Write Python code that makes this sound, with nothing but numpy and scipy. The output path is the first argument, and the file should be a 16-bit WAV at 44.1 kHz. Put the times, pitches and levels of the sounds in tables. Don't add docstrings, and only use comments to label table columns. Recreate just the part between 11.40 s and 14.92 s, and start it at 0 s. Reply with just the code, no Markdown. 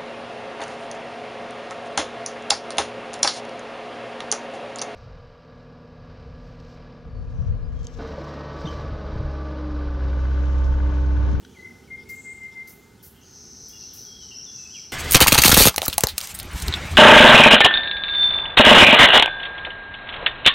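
import sys
import numpy as np
from scipy import signal
from scipy.fft import rfft, irfft
from scipy.io import wavfile
from scipy.ndimage import uniform_filter1d

SR = 44100
rng = np.random.default_rng(int(sys.argv[2]) if len(sys.argv) > 2 else 0)


def to_linear_factor(level_db):
    exponent = np.asarray(level_db, float) / 20
    return 10 ** exponent


def int16_out(signal):
    q = np.round(np.clip(np.atleast_2d(signal).T, -1, 1) * 32767)
    wavfile.write(sys.argv[1], SR, q.astype(np.int16))


N = 155232
T = np.arange(N) / SR


def at(table, hz):
    points_hz, db = np.array(table).T
    return np.interp(np.log(hz + 1), np.log(points_hz), db)


def unit(x):
    return x / np.sqrt(np.mean(x ** 2))


def colour(x, db_of_hz):
    return irfft(rfft(x) * to_linear_factor(db_of_hz(np.fft.rfftfreq(N, 1 / SR))), N)


def noise():
    return rng.standard_normal(N)


def walk(rate_hz):
    k = int(SR / rate_hz)
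    steps = np.repeat(rng.standard_normal(N // k + 1), k)
    return unit(uniform_filter1d(uniform_filter1d(steps, k), k)[:N])


def swell(start, length, edge, attack=None):
    rise = (T - start) / (attack or edge)
    fall = (start + length - T) / edge
    return np.sin(np.pi / 2 * np.clip(np.minimum(rise, fall), 0, 1)) ** 2


def band(x, centre_hz, width_hz):
    low = signal.sosfilt(signal.butter(4, width_hz / 2, fs=SR, output="sos"), x, axis=1)
    phase = 2 * np.pi * np.cumsum(centre_hz + 0 * T) / SR
    return unit(low[0] * np.cos(phase) + low[1] * np.sin(phase))


def place(x, pan_db, wet_db, t60=0.88):
    t = T[:SR]
    build_up = np.clip(t / 0.0063, 0, 1)
    mid, side = rng.standard_normal((2, SR)) * to_linear_factor(-60 * t / t60) * build_up
    side = to_linear_factor(-19.5) * side
    tail = np.array([mid + side, mid - side]) / np.sqrt(np.sum(mid ** 2))
    wet = signal.fftconvolve(x[None], tail, axes=1)[:, :N]
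    return (x + to_linear_factor(wet_db) * wet) * to_linear_factor(np.array([[pan_db], [-pan_db]]) / 2)


def glides(rows, settle_s, waver_hz, flutter_db=0):
    out, waver = np.zeros(N), waver_hz * walk(120)
    for s, length, hz0, hz1, db in rows:
        u = np.clip(T - s, 0, length)
        progress = (1 - np.exp(-u / settle_s)) / (1 - np.exp(-length / settle_s))
        hz = hz0 + (hz1 - hz0) * progress + waver
        tone = np.sin(2 * np.pi * np.cumsum(hz) / SR)
        out += np.sqrt(2) * to_linear_factor(db) * swell(s, length, min(0.081 * length, .015)) * tone
    return out * to_linear_factor(flutter_db * walk(50))


# (frequency [Hz], level per Hz [dB])
HUM = [(20, -21), (45, -9), (70, 0.5), (150, -2.5), (250, -4.5), (310, -11), (400, -5.5), (600, -23)]
AIR = [(600, 1), (1000, -3.5), (1500, -1.5), (2200, -6), (5800, -7), (8000, -11), (16000, -17.5)]
# (time [s], level [dB])
HUM_SWELL = [(0, 3.5), (.9, 3.5), (1.6, 0.5), (3.52, 0)]
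# (frequency [Hz], bandwidth [Hz], level [dB])
DRONES = [(797, 55, -75), (896, 61, -73), (1281, 60, -74.5), (1474, 80, -73)]


def bed():
    hum = unit(colour(noise(), lambda hz: at(HUM, hz) - 60 * (hz > 620)))
    upper = colour(hum, lambda hz: -60. * (hz < 180))
    upper_gain = to_linear_factor(np.interp(T, *np.array(HUM_SWELL).T))
    out = to_linear_factor(-53.5 + .8 * walk(4.3)) * (hum + upper * (upper_gain - 1))
    air = unit(colour(noise(), lambda hz: at(AIR, hz) - 60 * (hz < 620)))
    out += air * to_linear_factor(-60 + .5 * walk(4.7))
    for hz, width_hz, db in DRONES:
        out += to_linear_factor(db + 1.5 * walk(1.16)) * band(rng.standard_normal((2, N)), hz, width_hz)
    return out


# (frequency [Hz], left minus right [dB])
LEAN = [(90, 1.2), (200, -2.2), (380, -6.8), (560, -1.6), (1100, -1.4), (1700, 0)]
# (frequency [Hz], level [dB])
APART = [(60, -29), (400, -17), (900, -12.5), (1300, -15), (1700, -39), (5000, -44), (6000, -10),
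         (8000, -10), (10000, -18)]


def background():
    mid = bed()
    side = colour(bed(), lambda hz: at(APART, hz))
    return np.array([colour(mid + way * side, lambda hz: way * at(LEAN, hz) / 2) for way in (1, -1)])


# (time [s], length [s], centre [Hz], level [dB])
CHATTER = [(.025, .17, 3200, -65), (.09, .18, 6270, -67), (.173, .053, 4200, -65), (.24, .24, 5700, -69),
           (.431, .031, 3140, -66), (.579, .07, 3370, -65), (.588, .068, 5100, -63), (.69, .035, 2800, -69),
           (1.032, .04, 2850, -69), (1.117, .034, 3600, -65), (1.119, .039, 5500, -63),
           (1.36, .12, 6900, -69), (1.594, .03, 3300, -66), (1.742, .12, 3024, -63), (1.83, .2, 4700, -65),
           (2.4, .25, 3100, -68), (2.492, .065, 3380, -61), (2.574, .012, 2700, -62),
           (3.157, .3, 7400, -65), (3.36, .045, 2500, -62)]


def chatter():
    grain, out = rng.standard_normal((2, N)), np.zeros(N)
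    for s, length, hz, db in CHATTER:
        patch = swell(s - .005, length, min(0.084 * length, .04))
        out += to_linear_factor(db) * patch * band(grain, hz, .18 * hz)
    return place(out, 0.23, -5)


# (frequency [Hz], level [dB])
TAP_MODES = [(1500, -40.5), (3150, -42.5), (3900, -44.5), (4900, -50), (5900, -46.5)]


def tap():
    start_s, t60_s, attack_s = .049, 0.02, 0.00046
    u, out = np.maximum(T - start_s, 0), np.zeros(N)
    for hz, db in TAP_MODES:
        out += to_linear_factor(db - 60 * u / t60_s) * np.clip(u / attack_s, 0, 1) * np.sin(2 * np.pi * hz * u)
    return out


# (time [s], level [dB], spatter [s], tail T60 [s], leaf body [dB])
DRIPS = [
    (0.689, -50, 0.019, 0.25, -9),
    (1.033, -66.5, 0.0032, 0.11, 4.5),
    (1.273, -51, 0.036, 0.33, -8),
    (1.627, -50, 0.042, 0.3, -11.5),
    (1.907, -68, 0.0046, 0.083, -13),
    (2.283, -53.5, 0.0048, 0.36, -8),
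    (2.533, -49, 0.029, 0.39, -8),
]
# (frequency [Hz], level [dB])
SPLASH = [(4000, -49), (6500, -10), (8900, -6.5), (13000, 2.5), (14800, -0.5), (15750, -1.5), (16500, -31)]
LEAF = [(2500, -24), (3900, -11), (4800, -3.5), (6150, -0.5), (7000, -6.5), (9000, -40)]


def drips():
    splash = unit(colour(noise(), lambda hz: at(SPLASH, hz))) * to_linear_factor(1.3 * walk(250))
    leaf = unit(colour(noise(), lambda hz: at(LEAF, hz))) * to_linear_factor(1.3 * walk(120))
    out = tap()
    for s, db, hold, t60, body_db in DRIPS:
        decay_db = -60 * np.maximum(T - s - hold, 0) / t60
        snap_db = 2.5 * np.exp(-np.abs(T - s) / .03)
        fade = np.clip((T - s) / .0015, 0, 1) * to_linear_factor(db + decay_db + snap_db)
        out += fade * (splash + to_linear_factor(body_db + 2.5 + decay_db) * leaf)
    return place(out, 2, -13.5)


# (time [s], length [s], start [Hz], end [Hz], level [dB])
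LEAD_INS = [
    (.145, 0.0245, 2520, 2090, -59.5),
    (.474, 0.03, 2320, 2070, -59),
    (.652, 0.034, 2134, 2143, -55.5),
    (.668, .02, 2330, 2110, -60),
]


def lead_ins():
    return glides(LEAD_INS, .02, 5)


WHISTLE_EDGE_S = 0.022
# (time [s], length [s], pitch [Hz], level [dB], swell across note [dB])
WHISTLES = [(0.164, 0.021, 2070, -48, 4), (0.18, 0.046, 2022, -45.5, -12), (0.216, 0.036, 2060, -44.5, -4),
            (0.236, 0.038, 2070, -38.5, 2), (0.266, 0.017, 2060, -39.5, -5), (0.277, 0.027, 2078, -46, -7),
            (0.3, 0.029, 2055, -46, -7), (0.496, 0.076, 2106, -36.5, 2.5), (0.683, .080, 2109, -36.5, 0.1),
            (0.83, .115, 2102, -38, -1.5), (0.994, 0.09, 2088, -38, 8), (1.133, 0.11, 2083, -37.5, 1)]


def whistles():
    rise_hz_per_s, bow_hz, settled_s = 30, 22.6, 0.066
    out = np.zeros(N)
    for s, length, hz, db, grow_db in WHISTLES:
        u = T - s - length / 2
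        bow = bow_hz * 4 * u ** 3 / (3 * length ** 2)
        tone = np.sin(2 * np.pi * (hz * u + rise_hz_per_s * u ** 2 / 2 + bow))
        edge = min(WHISTLE_EDGE_S, length / 2)
        level = to_linear_factor(db + grow_db * np.clip(u / length, -.5, .5))
        out += np.sqrt(2) * level * swell(s, length, edge, max(edge, length - settled_s)) * tone
    return out


# (time [s], length [s], level [dB])
RETURNS = [(0.325, 0.058, -54), (0.38, 0.013, -59), (.393, 0.018, -56), (0.412, .026, -58),
           (0.426, 0.039, -65), (0.564, 0.055, -41.5), (0.607, 0.033, -45), (0.752, 0.07, -41.5),
           (0.934, 0.039, -42.5), (0.961, 0.043, -42.5), (1.067, 0.046, -41), (1.099, 0.053, -45),
           (1.229, 0.053, -45), (1.271, 0.025, -43.5), (1.294, .03, -49), (1.319, 0.061, -56),
           (1.398, 0.12, -65), (1.51, 0.1, -66.5)]


def trunk_echoes():
    out = np.zeros(N)
    for s, length, db in RETURNS:
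        latest_hz = [row[2] for row in WHISTLES if row[0] < s][-1]
        tone = np.sin(2 * np.pi * (latest_hz + 5.6) * T)
        out += np.sqrt(2) * to_linear_factor(db) * swell(s, length, min(WHISTLE_EDGE_S, length / 2)) * tone
    return out


# (time [s], level [dB], centre [Hz])
RASP = [
    (.67, -71, 7530),
    (0.721, -58.5, 7530),
    (0.852, -53.5, 7600),
    (0.93, -57, 7970),
    (1.02, -65.5, 7550),
    (1.15, -77, 7250),
]


def insect():
    t, db, hz = np.array(RASP).T
    rough_noise = rng.standard_normal((2, N)) * (0.7 + (rng.random(N) < 1100 / SR) * 0.74)
    centre_hz = np.interp(T, t, hz)
    rasp = band(rough_noise, centre_hz, 900) + to_linear_factor(-2.5) * band(rough_noise[::-1], 0.94 * centre_hz, 2100)
    return place(rasp * to_linear_factor(np.interp(T, t, db, left=-120, right=-120)), 2, -14.0)


# (time [s], level [dB], centre [Hz])
TRILL = [(1.81, -54, 6080), (1.84, -53.5, 6325), (1.97, -43.5, 6026), (2.09, -47, 6030),
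         (2.26, -40.5, 5946), (2.31, -50.5, 5880), (2.42, -37, 5894), (2.55, -52.5, 5840),
         (2.58, -40, 5977), (2.71, -44, 5696), (2.78, -53, 5730), (2.81, -38.5, 5924), (2.94, -46, 5772),
         (3.02, -48, 5740), (3.15, -39, 5924), (3.28, -44.5, 5890), (3.40, -38, 5680), (3.52, -74, 5720)]


def triller():
    rate_hz, jitter, down_hz, up_hz = 128, .25, 1698, 332.7
    t, db, hz = np.array(TRILL).T
    turns = np.cumsum(rate_hz * (1 + jitter * walk(60))) / SR
    u = turns % 1
    size = rng.standard_normal(N // 100)[turns.astype(int)]
    pitch = np.interp(T, t, hz) + up_hz - (up_hz + down_hz) * (1 - u) ** 2 + 60 * size
    puff = u ** 1.3 * np.clip((1 - u) / 0.53, 0, 1) * to_linear_factor(1.5 * size)
    voice = unit(puff * np.sin(2 * np.pi * np.cumsum(pitch) / SR))
    for centre_hz, width_hz, side_db in ((4200, 700, -18.5), (5065, 600, -14),
                                         (7850, 600, -27), (12100, 1300, -28)):
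        side_band = band(rng.standard_normal((2, N)), centre_hz, width_hz)
        voice = voice + to_linear_factor(side_db + 1.5 * walk(5.5)) * side_band
    effort = to_linear_factor(np.interp(T, t, db, left=-120, right=-120) - 6.0)
    return place(voice * effort, 1.6, 3.5)


# (time [s], length [s], start [Hz], end [Hz], level [dB])
FAR_SONG = [(2.292, .09, 3200, 3380, -59), (2.328, .055, 2800, 2800, -55.5), (2.39, .1, 2780, 2760, -61),
            (2.6, .06, 3900, 3850, -64), (2.64, .14, 3550, 3260, -53), (2.77, .1, 3900, 3880, -64),
            (2.8, .095, 3197, 3020, -53.5), (2.91, .062, 2899, 2732, -54), (2.91, .049, 3050, 3060, -56),
            (3.058, .072, 3737, 3370, -51.5), (3.135, .035, 2760, 2740, -58), (3.175, .1, 2690, 2640, -54),
            (3.495, .026, 4200, 4360, -57)]
FAR_SWEEPS = [
    (2.97, 0.053, 2957, 3255, -56),
    (3.30, 0.04, 2810, 3330, -50.5),
    (3.335, .06, 3263, 2182, -52.5),
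    (3.345, 0.055, 3250, 3210, -54),
]


def far_song():
    song = glides(FAR_SONG, .02, 25, 4.3) + glides(FAR_SWEEPS, 0.1154, 25, 3.8)
    roughness = .22
    return place(song * (1 - roughness + roughness * walk(400)), 1.6, -2.5, .8)


# (time [s], length [s], start [Hz], end [Hz], level [dB])
SLIDE = [
    (2.943, 0.039, 5150, 5800, -41),
]
# (time [s], peak level [dB], pitch [Hz])
STROKES = [(2.9848, -21, 5630), (2.9924, -25, 5560), (2.9964, -32, 5700), (3.003, -30, 5460),
           (3.01, -29, 5580), (3.02, -31, 5680), (3.03, -28, 5580), (3.034, -32, 6000), (3.042, -28, 5870),
           (3.0464, -32, 6120), (3.0504, -25, 6240), (3.0596, -32, 5400), (3.078, -34, 5770),
           (3.0894, -32, 5770), (3.0974, -32, 5970), (3.1034, -34, 6100), (3.132, -31, 5700),
           (3.1527, -22, 5800), (3.1607, -23, 6110), (3.199, -30, 6070), (3.2134, -29, 6030),
           (3.236, -30, 6050), (3.3064, -29, 5940), (3.3494, -29, 5950), (3.3658, -29, 5820)]


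def strokes():
    length_s, rise_hz_per_s = .006, 30000
    out = glides(SLIDE, .1, 45, 2.5)
    for s, db, hz in STROKES:
        u = T - s - length_s / 2
        tone = np.sin(2 * np.pi * (hz * u + rise_hz_per_s * u ** 2 / 2))
        out += to_linear_factor(db - 7) * swell(s - .001, length_s, length_s / 2) * tone
    return place(out, 1.6, -5)


def scene():
    whistler = place(lead_ins() + whistles() + trunk_echoes(), 3.5, -19.5, 1.9)
    return background() + chatter() + drips() + whistler + insect() + triller() + far_song() + strokes()


def top_cut(x):
    return signal.sosfilt(signal.butter(12, 16460, fs=SR, output="sos"), x)


def record(dry):
    mid = colour(dry.mean(axis=0), lambda hz: -80. * (hz > 15900))
    side = colour((dry[0] - dry[1]) / 2, lambda hz: -80. * (hz > 11000))
    return top_cut(np.array([mid + side, mid - side]))


dry = scene()
out = record(dry)
int16_out(out)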